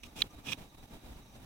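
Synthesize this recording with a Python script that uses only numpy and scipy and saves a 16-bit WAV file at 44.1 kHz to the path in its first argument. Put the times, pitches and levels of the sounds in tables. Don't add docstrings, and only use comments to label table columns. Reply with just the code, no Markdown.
import sys
import numpy as np
from scipy import signal
from scipy.fft import rfft, irfft
from scipy.io import wavfile
from scipy.ndimage import uniform_filter1d

SR = 44100
rng = np.random.default_rng(int(sys.argv[2]) if len(sys.argv) > 2 else 0)


def store_wav(level_fs):
    pcm = np.round(np.clip(np.atleast_2d(level_fs), -1, 1) * 32767)
    wavfile.write(sys.argv[1], SR, pcm.T.astype(np.int16))


N = 63945
LEFT_LEAD_S = .00004


def undb(db):
    return 10 ** (np.asarray(db) / 20)


def unit(x):
    return x / np.sqrt(np.mean(x ** 2))


def freqs():
    return np.arange(N // 2 + 1) * SR / N


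def colour(x, points):
    hz, db = np.array(points, float).T
    gain = undb(np.interp(np.log(freqs() + 1), np.log(hz), db))
    return irfft(rfft(x) * gain, N)


def pan(balance_db):
    return unit(undb(np.array([[balance_db], [-balance_db]]) / 2))


def walk(rate_hz):
    hold = max(int(SR / rate_hz), 1)
    steps = np.repeat(rng.standard_normal(N // hold + 1), hold)
    return unit(uniform_filter1d(steps, hold)[:N])


def resonance(hz, width):
    f = freqs()
    stage = 1j * f * width / (hz ** 2 - f ** 2 + 1j * f * width)
    return stage ** 2


# centre in Hz, half the stage width in Hz, level in dB before the waver, left-right balance in dB.
ROOM_RINGS = [(3803, 130, -73.5, -8.5), (5920, 440, -78.5, 4), (1177, 54, -75, 15), (2387, 250, -78, -7.5)]
HISS_DB, RING_WAVER_DB = -70, 4


def workshop():
    room = undb(HISS_DB) * rng.standard_normal((2, N))
    for hz, half_width, db, balance_db in ROOM_RINGS:
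        ring = unit(irfft(rfft(rng.standard_normal(N)) * resonance(hz, 2 * half_width), N))
        level = undb(db + RING_WAVER_DB * walk(50.22))
        room = room + level * pan(balance_db) * ring
    return room


# time in seconds, level in dB before the trim.
RUMBLE_LEVEL = [(0.0, -61), (0.044, -52), (0.075, -53.3), (0.09, -63), (0.225, -50.5), (0.315, -59.1),
                (0.39, -48.5), (0.42, -59.5), (0.525, -49), (0.555, -68), (0.6, -50), (0.705, -67),
                (0.84, -50), (0.885, -69), (0.945, -46), (0.96, -49), (1.005, -71), (1.05, -49),
                (1.11, -47.5), (1.14, -55), (1.17, -50.4), (1.29, -63), (1.38, -51), (1.45, -58.4)]
# frequency in Hz, relative level in dB.
RUMBLE_SPECTRUM = [(12, -2), (25, 4), (60, 4), (95, -1.5), (135, -14), (300, -37), (1000, -54)]
RUMBLE_TRIM_DB, RUMBLE_SIDE_DB = -2, -12.5


def rumble(t):
    mid, side = rng.standard_normal((2, N))
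    ports = mid + undb(RUMBLE_SIDE_DB) * side * np.array([[1], [-1]])
    at, db = np.array(RUMBLE_LEVEL).T
    level = undb(np.interp(t, at, db) + RUMBLE_TRIM_DB)
    return unit(colour(ports, RUMBLE_SPECTRUM)) * level


# time in seconds, level in dB before trim and flutter.
RUSTLE_LEVEL = [(0.0, -59), (0.015, -68.5), (0.045, -53.5), (0.15, -59), (0.165, -47), (0.27, -51),
                (0.285, -59.4), (0.345, -52), (0.36, -57.5), (0.39, -49), (0.42, -60), (0.465, -46.5),
                (0.54, -47.1), (0.57, -59), (0.585, -48.5), (0.645, -51), (0.675, -59.5), (0.72, -62.5),
                (0.75, -52.5), (0.765, -69), (0.78, -54), (0.81, -60), (0.84, -50.5), (0.87, -62),
                (0.945, -48.5), (1.005, -61), (1.05, -50.5), (1.2, -54), (1.245, -62.5), (1.26, -57.5),
                (1.32, -60), (1.365, -50), (1.395, -56), (1.45, -51.5)]
# frequency in Hz, relative level in dB.
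RUSTLE_SPECTRUM = [(59, -31), (100, 0), (149, -3.5), (281, -3), (362, -10), (564, -13), (898, -12),
                   (1060, -20), (1920, -24.5), (3390, -26.5), (3770, -26.5), (4280, -31), (15500, -34)]
# frequency in Hz, left-right balance in dB.
RUSTLE_BALANCE = [(100, 0), (1100, -1.5), (2500, -3.5), (4000, -6), (6000, 0), (15000, -1)]
RUSTLE_TRIM_DB, RUSTLE_SIDE_DB, RUSTLE_FLUTTER_DB = -1, -12.5, 1.43
RUSTLE_TREBLE_HZ, RUSTLE_TREBLE_SHARE = 1480, 0.89


def rustle(t):
    mid, side = rng.standard_normal((2, N))
    side = colour(side, [(250, RUSTLE_SIDE_DB), (700, -3.5), (4000, 4), (8000, -.5)])
    ports = []
    for sign in (1, -1):
        lean = [(hz, sign * db / 2) for hz, db in RUSTLE_BALANCE]
        ports.append(colour(mid + sign * side, lean))
    noise = unit(colour(np.array(ports), RUSTLE_SPECTRUM))
    low = irfft(rfft(noise) / (1 + (freqs() / RUSTLE_TREBLE_HZ) ** 2), N)
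    treble = noise - low

    at, level_db = np.array(RUSTLE_LEVEL).T
    db = np.interp(t, at, level_db)
    swing_db = db - db.mean() + RUSTLE_FLUTTER_DB * walk(110)
    moving = low * undb(swing_db) + treble * undb(RUSTLE_TREBLE_SHARE * swing_db)
    return undb(db.mean() + RUSTLE_TRIM_DB) * moving


def steel(force, modes, soft_hz):
    body = sum(undb(db) * resonance(hz, width) * pan(balance_db) for hz, width, db, balance_db in modes)
    lead = np.exp(2j * np.pi * freqs() * np.array([[LEFT_LEAD_S], [0]]))
    contact = signal.butter(2, soft_hz, fs=SR, output="sos")
    rounded = signal.sosfilt(contact, force)
    return irfft(rfft(rounded) * body * lead, N)


def blows(events):
    return irfft(sum(undb(db) * np.exp(-2j * np.pi * freqs() * at) for at, db in events), N)


# time in seconds, relative strength in dB.
SNAGS = [(.21876, -11), (.22078, -5), (.22253, -13)]
# centre in Hz, stage width in Hz, relative level in dB, left-right balance in dB.
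TIP_MODES = [(1391, 349, -19, 10), (1859, 465, -17, -5), (2299, 401, -11, -7), (3264, 206, -1, -7),
             (3706, 874, 0, -7), (5310, 1404, -23, -7)]
# frequency in Hz, gain in dB.
CRACK_SPECTRUM = [(500, -14), (2000, -1), (8000, -4), (9500, -2), (15000, 3)]
SNAG_TRIM_DB, TIP_SOFT_HZ = -2, 5000
CRACK_DB, CRACK_DECAY_S = -32.5, 0.0011


def snag(t):
    ring = steel(blows(SNAGS), TIP_MODES, TIP_SOFT_HZ)
    peak = undb(max(db for _, db in SNAGS) + SNAG_TRIM_DB)
    ring = ring * peak / np.abs(ring).max()
    bursts = sum(undb(db) * (t > at) * np.exp(-np.abs(t - at) / CRACK_DECAY_S) for at, db in SNAGS)
    crack = colour(bursts * rng.standard_normal((2, N)), CRACK_SPECTRUM)
    return ring + undb(CRACK_DB) * crack


GRAINS_PER_S, GRAIN_SPREAD_DB = 5000, 4.5


def grains():
    hit = rng.random(N) < GRAINS_PER_S / SR
    size_db = GRAIN_SPREAD_DB * np.minimum(rng.exponential(size=N), 4)
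    return unit(hit * rng.choice([-1, 1], N) * undb(size_db))


# centre in Hz, stage width in Hz, relative level in dB, left-right balance in dB.
SLIDE_MODES = [(1240, 340, -14, -2.5), (1705, 300, -15.5, 2), (2517, 324, -2.5, -14),
               (2780, 320, -3.5, -33), (3305, 430, -4.5, -26), (3645, 170, -8, -11), (5600, 880, -13, -25)]


def sliding_blade(soft_hz):
    return unit(steel(grains(), SLIDE_MODES, soft_hz))


# start in seconds, strength in dB before the squeak and slip gains.
CATCHES = [(.2048, -35), (.4675, -32), (.4835, -29), (.4865, -29), (.4930, -29), (.5202, -20.5),
           (.5241, -19), (.5280, -27), (.5313, -19.5)]
CATCH_S, CATCH_SOFT_HZ = 0.0044, 7500
SQUEAK_HZ, SQUEAK_WOBBLE = 2540, 0.03437
SQUEAK_DB, SQUEAK_PAN_DB, SLIP_DB = -10.5, -14.5, -11.5


def judder(t):
    slip = sum(undb(db) * np.sin(np.pi * np.clip((t - at) / CATCH_S, 0, 1)) for at, db in CATCHES)
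    turns = np.cumsum(SQUEAK_HZ * (1 + SQUEAK_WOBBLE * walk(400))) / SR
    lead_turns = SQUEAK_HZ * np.array([[LEFT_LEAD_S], [0]])
    squeak = unit(np.sin(2 * np.pi * (turns + lead_turns))) * pan(SQUEAK_PAN_DB)
    grit = sliding_blade(CATCH_SOFT_HZ)
    return slip * (undb(SQUEAK_DB) * squeak + undb(SLIP_DB) * grit)


# start in seconds, end in seconds, attack time constant in seconds,
# force at mid-stroke in dB, swell from start to end in dB, blade ring relative to the force in dB.
STROKES = [(.035, .046, .002, -51, -9.5, 0), (.055, .066, .004, -55, 1, -9), (.164, .213, .005, -44, 9, -5),
           (.466, 0.531, .011, -42.3, 5.5, -1.5)]
# frequency in Hz, relative level in dB.
GRIT_SPECTRUM = [(300, 1), (1000, -6), (1900, -15), (2800, 4), (4500, -1.5), (6000, -2), (8000, -2),
                 (10500, -7.5), (15500, -10.5)]
# frequency in Hz, relative level in dB.
ARMATURE_SPECTRUM = [(50, -25), (130, -1), (200, 0), (320, -2), (500, -10), (1000, -16), (2500, -40)]
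STROKE_RELEASE_S, SLIDE_SOFT_HZ = .008, 7240
GRIT_DB, GRIT_PAN_DB, ARMATURE_DB = -5, 2, -13


def rasp(t):
    grit_force, ring_force = 0, 0
    for start, end, attack, db, swell_db, ring_db in STROKES:
        along = np.clip((t - start) / (end - start), 0, 1)
        before, after = np.maximum(start - t, 0), np.maximum(t - end, 0)
        gate = np.exp(-before / attack - after / STROKE_RELEASE_S)
        force = gate * undb(db + swell_db * (along - 0.5))
        grit_force = grit_force + force
        ring_force = ring_force + force * undb(ring_db)
    two_ports = np.array([grains(), grains()])
    hiss = undb(GRIT_DB) * unit(colour(two_ports, GRIT_SPECTRUM)) * pan(GRIT_PAN_DB)
    rub = undb(ARMATURE_DB) * unit(colour(grains(), ARMATURE_SPECTRUM))
    return grit_force * (hiss + rub) + ring_force * sliding_blade(SLIDE_SOFT_HZ)


def scene():
    t = np.arange(N) / SR
    background = workshop() + rumble(t) + rustle(t)
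    blade = snag(t) + judder(t) + rasp(t)
    return background + blade


TOP_HZ = 15900


def record(dry):
    return signal.sosfilt(signal.ellip(10, .1, 70, TOP_HZ, fs=SR, output="sos"), dry)


dry = scene()
out = record(dry)
store_wav(out)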